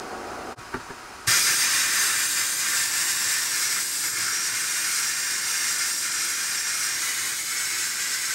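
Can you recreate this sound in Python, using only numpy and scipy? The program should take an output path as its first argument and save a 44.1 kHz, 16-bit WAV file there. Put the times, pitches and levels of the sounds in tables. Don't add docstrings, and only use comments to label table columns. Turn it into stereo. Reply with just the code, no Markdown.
import sys
import numpy as np
from scipy import signal
from scipy.fft import rfft, irfft
from scipy.io import wavfile
from scipy.ndimage import uniform_filter1d

SR = 44100
rng = np.random.default_rng(int(sys.argv[2]) if len(sys.argv) > 2 else 0)


def output_pcm(signal):
    pcm = np.clip(np.atleast_2d(signal).T, -1, 1) * 32767
    wavfile.write(sys.argv[1], SR, np.round(pcm).astype(np.int16))


N = 367794
T = np.arange(N) / SR
HZ = np.maximum(np.arange(N // 2 + 1) * SR / N, 1)
TRIGGER_S = 1.264

# (frequency [Hz], left minus right [dB])
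AIR_BALANCE = [(60, 0.96), (110, 4.6), (200, 4.5), (380, 6.4), (700, 1.9), (1290, 6.2), (2380, 0.83),
               (4400, 8.7), (8120, 4.8), (15000, 0.5)]
# (frequency [Hz], left minus right [dB])
JET_BALANCE = [(60, 4), (200, 7), (380, 8), (700, -0.5), (1290, 2), (1800, 11), (2800, 6), (4200, 5.5),
               (5600, 14), (7200, 9.5), (8800, -1.5), (10000, -2.5), (12000, 0)]
# (frequency [Hz], width [Hz], relative level [dB])
BUMP_MODES = [(121, 40, -12), (168, 27, -7), (257, 27, 2), (340, 46, -5), (393, 32, 1.5), (525, 50, -11),
              (920, 58, 0.5), (1164, 45, -2), (1400, 50, 0), (1510, 57, 0), (1680, 70, -7), (1890, 130, -7),
              (2320, 120, -12)]


def undb(db):
    return 10 ** (np.asarray(db) / 20)


def unit(x):
    return x / np.std(np.atleast_2d(x).mean(axis=0))


def curve(rows, column=1):
    rows = np.array(rows)
    return np.interp(T, rows[:, 0], rows[:, column])


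def across(points):
    hz, value = np.transpose(points)
    return np.interp(np.log(HZ), np.log(hz), value)


def bell(hz, width):
    return 1 / (1 + (2 * (HZ - hz) / width) ** 2)


def colour(x, gain):
    return irfft(rfft(x) * gain, N)


def ramp(start, length):
    return np.clip((T - start) / length, 0, 1)


def walk(rate):
    step = max(int(SR / rate), 1)
    held = rng.standard_normal(8192)[np.arange(N) // step % 8192]
    return unit(uniform_filter1d(held, step))


def blows(rows):
    return sum(undb(db) * np.exp(-np.maximum((s - T) / rise, (T - s) / decay))
               for s, db, rise, decay in rows)


def noise():
    return rng.standard_normal((2, N))


def at_mics(x, gain, balance, alike=1):
    # (frequency [Hz], correlation)
    likeness = [(40, .2), (130, .45), (300, .7), (500, .35), (900, .6), (1300, .92), (1800, .92),
                (2400, .45), (9000, .5), (11000, .85), (15000, .85)]
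    turn = np.arcsin(np.clip(alike * across(likeness), -.95, .95)) / 2
    spectrum = rfft(x)
    spectrum = np.cos(turn) * spectrum + np.sin(turn) * spectrum[::-1]
    sides = undb(across(balance) * np.array([[.5], [-.5]]))
    return unit(irfft(spectrum * gain * sides / np.hypot(*sides), N))


def reflections(t60, wet):
    tail = rng.standard_normal((2, 8192)) * undb(-60 * T[:8192] / t60)
    tail /= np.linalg.norm(tail, axis=1, keepdims=True)
    return (1 + wet * rfft(tail, N)) / np.hypot(1, wet)


def idle_air(leak_db=-40, rush_db=-36, rush_end_s=.57):
    # (frequency [Hz], relative level [dB])
    leak_spectrum = [(25, -14), (50, -1.5), (120, -3), (170, -12), (340, -2), (570, -7.5), (800, -3),
                     (1150, -0.5), (1450, -2), (1800, -7.5), (2500, -10.5), (3300, -16), (4900, -12.5),
                     (9000, -20), (12000, -27.5), (15000, -33)]
    rush_spectrum = [(30, -43), (70, -6), (120, -8), (190, -10), (260, -1), (340, 1), (440, 1), (600, -3),
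                     (780, 1.5), (1000, -6.5), (1450, -4.5), (1750, -16), (3000, -28), (8000, -45)]
    # (time [s], level [dB])
    dip = [(.525, 0), (.545, -12), (.555, -35), (.565, -19), (.587, -0.5)]
    box = reflections(t60=.087, wet=.56)
    leak = at_mics(noise(), undb(across(leak_spectrum)) * box, AIR_BALANCE, alike=.3)
    leak *= undb(leak_db + .17 * walk(8.2)) * (1 - ramp(TRIGGER_S, .37))
    rush = at_mics(noise(), undb(across(rush_spectrum)) * box, AIR_BALANCE, alike=.5)
    rush *= undb(rush_db + .3 * walk(19)) * (1 - ramp(rush_end_s, .023))
    return (leak + rush) * undb(curve(dip))


def wall_thuds(wall_hz=114):
    # (time [s], level [dB], rise [s], decay [s])
    thuds = [(.59, -38, 0.0067, 0.0091), (.771, -41, 0.0063, 0.018), (1.283, -27, 0.0048, 0.012),
             (3.27, -51, .025, .04), (4.2, -51, .03, .07), (4.535, -48, 0.011, 0.046)]
    return np.sqrt(2) * np.sin(2 * np.pi * wall_hz * T) * blows(thuds)


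def scuffs(dull_hz=3200, floor_db=-20):
    # (time [s], level [dB], rise [s], decay [s])
    bumps = [(.744, -23.5, 0.0063, 0.012), (.769, -38, 0.0065, 0.0071), (.8, -41, .004, 0.04),
             (.905, -34, 0.0081, 0.015)]
    mode_power = sum(undb(db) ** 2 * bell(hz, width) for hz, width, db in BUMP_MODES)
    body = np.sqrt(undb(floor_db) ** 2 + mode_power)
    return at_mics(noise(), body / (1 + (HZ / dull_hz) ** 2), AIR_BALANCE) * blows(bumps)


def knocks(soft_hz=1500):
    # (time [s], relative level [dB])
    contacts = [(0.744, -34), (0.757, -33), (0.769, -33), (0.9052, -35), (.913, -37)]
    age = T[:SR // 2]
    ring = sum(undb(db) * np.exp(-np.pi * width * age) * np.sin(2 * np.pi * hz * age)
               for hz, width, db in BUMP_MODES)
    out = np.zeros(N)
    for s, db in contacts:
        start = int(s * SR)
        out[start:start + len(age)] += undb(db) * ring / 2
    return signal.sosfilt(signal.butter(2, soft_hz, fs=SR, output="sos"), out)


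def pressure(surge_db, settle_s, sag_db_per_s):
    held_s = np.maximum(T - TRIGGER_S, 0)
    return surge_db * np.exp(-held_s / settle_s) - sag_db_per_s * held_s


def hiss(contact_db, level_db=-26):
    # (frequency [Hz], relative level [dB])
    spectrum = [(1500, -25.5), (2600, -13.5), (3200, -2), (4200, -5), (4900, -2.5), (5700, 1), (7400, 0.5),
                (8500, -6), (10000, -11.5), (13000, -43)]
    supply_db = pressure(surge_db=6, settle_s=.3, sag_db_per_s=.4235)
    air = at_mics(noise(), undb(across(spectrum)), JET_BALANCE)
    return air * undb(level_db + supply_db + .27 * contact_db + .27 * walk(25))


def roar(contact_db, level_db=-32):
    # (frequency [Hz], relative level [dB])
    spectrum = [(400, -38), (760, -16), (1000, -13), (1300, -7.5), (1620, -5.5), (2100, -3), (2600, -7),
                (3200, -6.5), (5000, -41)]
    supply_db = pressure(surge_db=6.5, settle_s=1, sag_db_per_s=.1815)
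    air = at_mics(noise(), undb(across(spectrum)), JET_BALANCE)
    return air * undb(level_db + supply_db + contact_db)


def grit(contact_db, level_db=-27.5):
    # (frequency [Hz], relative level [dB])
    spectrum = [(3000, -23.5), (6000, -21), (7500, -13), (8800, 7), (9900, -1), (10600, -5), (11300, -1),
                (12000, -6.5), (13000, -5.5), (14300, -22), (15500, -6.5)]
    supply_db = pressure(surge_db=4.8, settle_s=.19, sag_db_per_s=.4033)
    impacts = noise() * undb(.9 * np.minimum(rng.exponential(size=N), 5))
    spray = at_mics(impacts, undb(across(spectrum)), JET_BALANCE)
    return spray * undb(level_db + supply_db + .07 * contact_db + .49 * walk(22))


def rumble(contact_db, level_db=-48, drone_hz=328, drone_db=4):
    # (frequency [Hz], relative level [dB])
    spectrum = [(15, -40), (45, -14), (115, 2.5), (170, 0.5), (230, -0.5), (335, 2), (480, -0.5), (650, -4),
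                (1000, 3), (2000, -34)]
    supply_db = pressure(surge_db=7, settle_s=.84, sag_db_per_s=.1983)
    body = at_mics(noise(), undb(across(spectrum) + drone_db * bell(drone_hz, 27)), JET_BALANCE)
    return body * undb(level_db + supply_db + .16 * contact_db)


def whistles(x, lower_hz=5600, upper_hz=7500, width_hz=520):
    # (time [s], lower [dB], upper [dB])
    lifts = [(1.3, 2.5, -5), (1.7, 1, -.5), (2.4, -4, 3), (2.8, -2, 0), (3.3, 1, 1), (3.66, 3.3, -1),
             (3.95, -1, 1.5), (4.37, 2.8, 0), (4.62, -2, -1), (5.55, -0.5, -1), (5.76, -1.2, 1.5),
             (6.05, 0, 1), (6.8, .5, -1.5), (7.42, -2.5, -2), (7.9, 0, 1)]
    return x + sum((undb(curve(lifts, column)) - 1) * colour(x, bell(hz, width_hz))
                   for column, hz in enumerate((lower_hz, upper_hz), 1))


def shimmer(x, depth=.12, lags_s=(.0011, .0023, .0047, .0083)):
    return x + sum(depth * walk(7) * np.roll(x, int(lag * SR), axis=1) for lag in lags_s)


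def cabinet(x):
    # (frequency [Hz], width [Hz], lift before each side's share [dB])
    on_face = [(1380, 65, 4.0), (1600, 65, 6.9), (1750, 40, 5.9), (1810, 50, 6.6), (1930, 40, 2.3),
               (2040, 40, 4.8), (2120, 40, -4.2), (2280, 50, -3.3), (2420, 50, 7.7), (2520, 65, -5.6),
               (3130, 170, -6.6), (3460, 130, -4.6), (4130, 80, -3.7), (4810, 130, 6.8), (5280, 50, 6.2),
               (5430, 80, -4.7), (5970, 130, -3.7), (6240, 100, 5.6), (6390, 40, -5.1), (7260, 40, -5.1),
               (7460, 80, -5.4), (8100, 50, 3.9), (8860, 170, -4.2), (9190, 170, -3.6)]
    on_neck = [(1390, 65, 4.7), (1580, 65, 4.6), (1670, 40, 5.2), (1760, 50, 8.2), (1840, 40, 6.9),
               (1900, 40, -4.7), (2040, 40, 3.0), (2150, 40, 4.7), (2250, 40, -4.9), (2420, 40, 6.5),
               (2530, 65, -4.3), (3090, 170, -8.3), (3430, 130, -5.3), (4800, 65, 6.2), (5010, 100, 4.3),
               (5360, 40, 4.8), (5640, 80, 4.0), (5840, 65, -4.6), (6340, 50, -4.7), (7700, 170, 4.0),
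               (8800, 100, -5.4), (9010, 170, -5.5)]
    on_first_jaw = [(1300, 50, 4.5), (1390, 40, 5.9), (1490, 65, 3.0), (1590, 50, 5.2), (1670, 50, 5.5),
                    (1760, 50, 10.7), (1840, 40, 7.4), (1960, 80, -2.0), (2140, 50, 9.1), (2420, 40, 6.7),
                    (2740, 40, 4.9), (3100, 130, -6.1), (3430, 130, -4.3), (4790, 100, 6.6),
                    (4990, 80, 4.5), (5140, 40, 4.3), (5360, 65, 4.6), (5630, 80, 6.9), (5740, 50, 7.6),
                    (5880, 65, -4.1), (6190, 130, 4.1), (6520, 65, 3.3), (6770, 80, 4.3), (7360, 65, 5.7),
                    (7610, 100, 6.2), (8020, 40, -4.7), (8120, 80, 3.8), (8560, 130, 2.8), (8830, 65, -4.5),
                    (9050, 50, -6.6)]
    between_jaws = [(1340, 50, 5.5), (1580, 130, 6.8), (1780, 40, 6.4), (2010, 130, 5.3), (2200, 65, 6.7),
                    (2440, 65, 5.7), (2740, 100, -5.4), (2960, 40, 9.1), (3170, 170, -4.8),
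                    (3810, 100, 4.8), (4050, 65, 5.6), (4820, 80, 4.8), (6610, 100, 6.3), (7290, 80, 5.0),
                    (8310, 40, 3.9), (9140, 170, -4.5)]
    on_second_jaw = [(1340, 40, 6.0), (1530, 80, 8.5), (1630, 65, 6.2), (1780, 40, 6.0), (1840, 40, -5.6),
                     (1950, 50, 7.0), (2060, 50, 5.2), (2200, 65, 8.0), (2480, 50, 5.9), (3200, 100, -6.3),
                     (3440, 65, -6.2), (3560, 40, 6.3), (4050, 50, 4.6), (4360, 65, 5.6), (4750, 170, 4.1),
                     (5310, 50, 7.3), (5450, 65, 9.5), (5940, 170, -4.7), (6120, 65, 7.3), (6590, 170, 5.2),
                     (7270, 100, 4.4), (7910, 100, 5.9), (9000, 65, -7.2), (9190, 170, -4.7)]
    # (middle [s], length [s])
    moves = [(2.66, 0.22), (4.19, .25), (6.983, .12), (7.47, .14)]
    reached = [np.ones(N)] + [ramp(s - length / 2, length) for s, length in moves] + [np.zeros(N)]
    aim_shares = -np.diff(reached, axis=0)
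    side_shares = np.array([[1.07], [.82]])
    wet = np.array([[.2], [.45]])
    spectrum, out = rfft(x), 0
    for modes, share in zip((on_face, on_neck, on_first_jaw, between_jaws, on_second_jaw), aim_shares):
        lift_db = sum(db * bell(hz, width) for hz, width, db in modes)
        standing = undb(lift_db * side_shares)
        out = out + share * unit(irfft(spectrum * standing * reflections(t60=.08, wet=wet), N))
    return out * np.std(x.mean(axis=0))


def buffets():
    # (frequency [Hz], relative level [dB])
    spectrum = [(40, -12), (110, -1), (175, 1), (260, -11), (370, 3), (560, -15), (900, -7), (1350, 10),
                (1750, 7), (2400, 0), (5000, -40)]
    # (time [s], level [dB], rise [s], decay [s])
    gusts = [(1.32, -28, 0.029, 0.031), (1.5, -34, 0.02, 0.051), (2.09, -36.5, 0.14, 0.091),
             (2.72, -37.5, 0.078, .05), (3.77, -35, 0.027, 0.025), (4.07, -42, .02, 0.061),
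             (4.25, -35, 0.14, 0.12), (7.31, -43, .08, .015)]
    return at_mics(noise(), undb(across(spectrum)), JET_BALANCE) * blows(gusts)


def off_part(abruptness=5.8):
    # (middle [s], length [s], depth [dB])
    slips = [(1.43, 0.071, 5), (1.574, 0.064, 4), (2.318, 0.099, 5), (2.54, 0.16, 4), (2.856, 0.14, 1.5),
             (3.881, 0.15, 4.5), (3.993, .09, 5.5), (4.117, 0.09, 5), (5.97, 0.12, 5.5), (7.428, 0.17, 4.5)]
    return sum(db * np.exp(-np.abs(2 * (T - s) / length) ** abruptness) for s, length, db in slips)


def blast(feed_db=.74, flutter_db=.18, tremble_db=.1, opening_s=.013):
    # (time [s], level [dB])
    jet_swell = [(1.28, 1.5), (1.42, 1), (1.5, 2), (1.6, 0.7), (1.9, 0.5), (2.1, 0.9), (2.45, 1),
                 (2.58, -.5), (2.72, 0.6), (2.9, 0.4), (3.63, 0), (3.9, -0.8), (4.42, -0.2), (4.6, 0.2),
                 (5.8, 0.6), (6.3, 0.1), (6.9, 0.5), (7.15, -0.5), (7.4, 0.5), (7.7, -0.2)]
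    feed = undb(feed_db * walk(24) + flutter_db * walk(90))
    contact_db = tremble_db * walk(10) - off_part()
    treble = whistles(hiss(contact_db) + grit(contact_db))
    jet = feed * undb(curve(jet_swell)) * shimmer(treble + roar(contact_db))
    valve = ramp(TRIGGER_S, opening_s) ** 2
    return (cabinet(jet + buffets()) + rumble(contact_db)) * valve


def scene():
    # (frequency [Hz], lag [s])
    left_lag = [(400, 0), (650, .0006), (1100, .00022), (1400, .0001), (1800, .00012), (2500, .00009),
                (3200, .00016), (4200, .000225), (9000, .00025)]
    left, right = blast()
    late_left = colour(left, np.exp(-2j * np.pi * HZ * across(left_lag)))
    handling = scuffs() + (wall_thuds() + knocks()) * undb([[1.5], [-1.5]])
    return idle_air() + handling + np.array([late_left, right])


def record(dry, top_hz=15650):
    return signal.sosfilt(signal.ellip(10, .2, 80, top_hz, fs=SR, output="sos"), np.tanh(dry))


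dry = scene()
out = record(dry)
output_pcm(out)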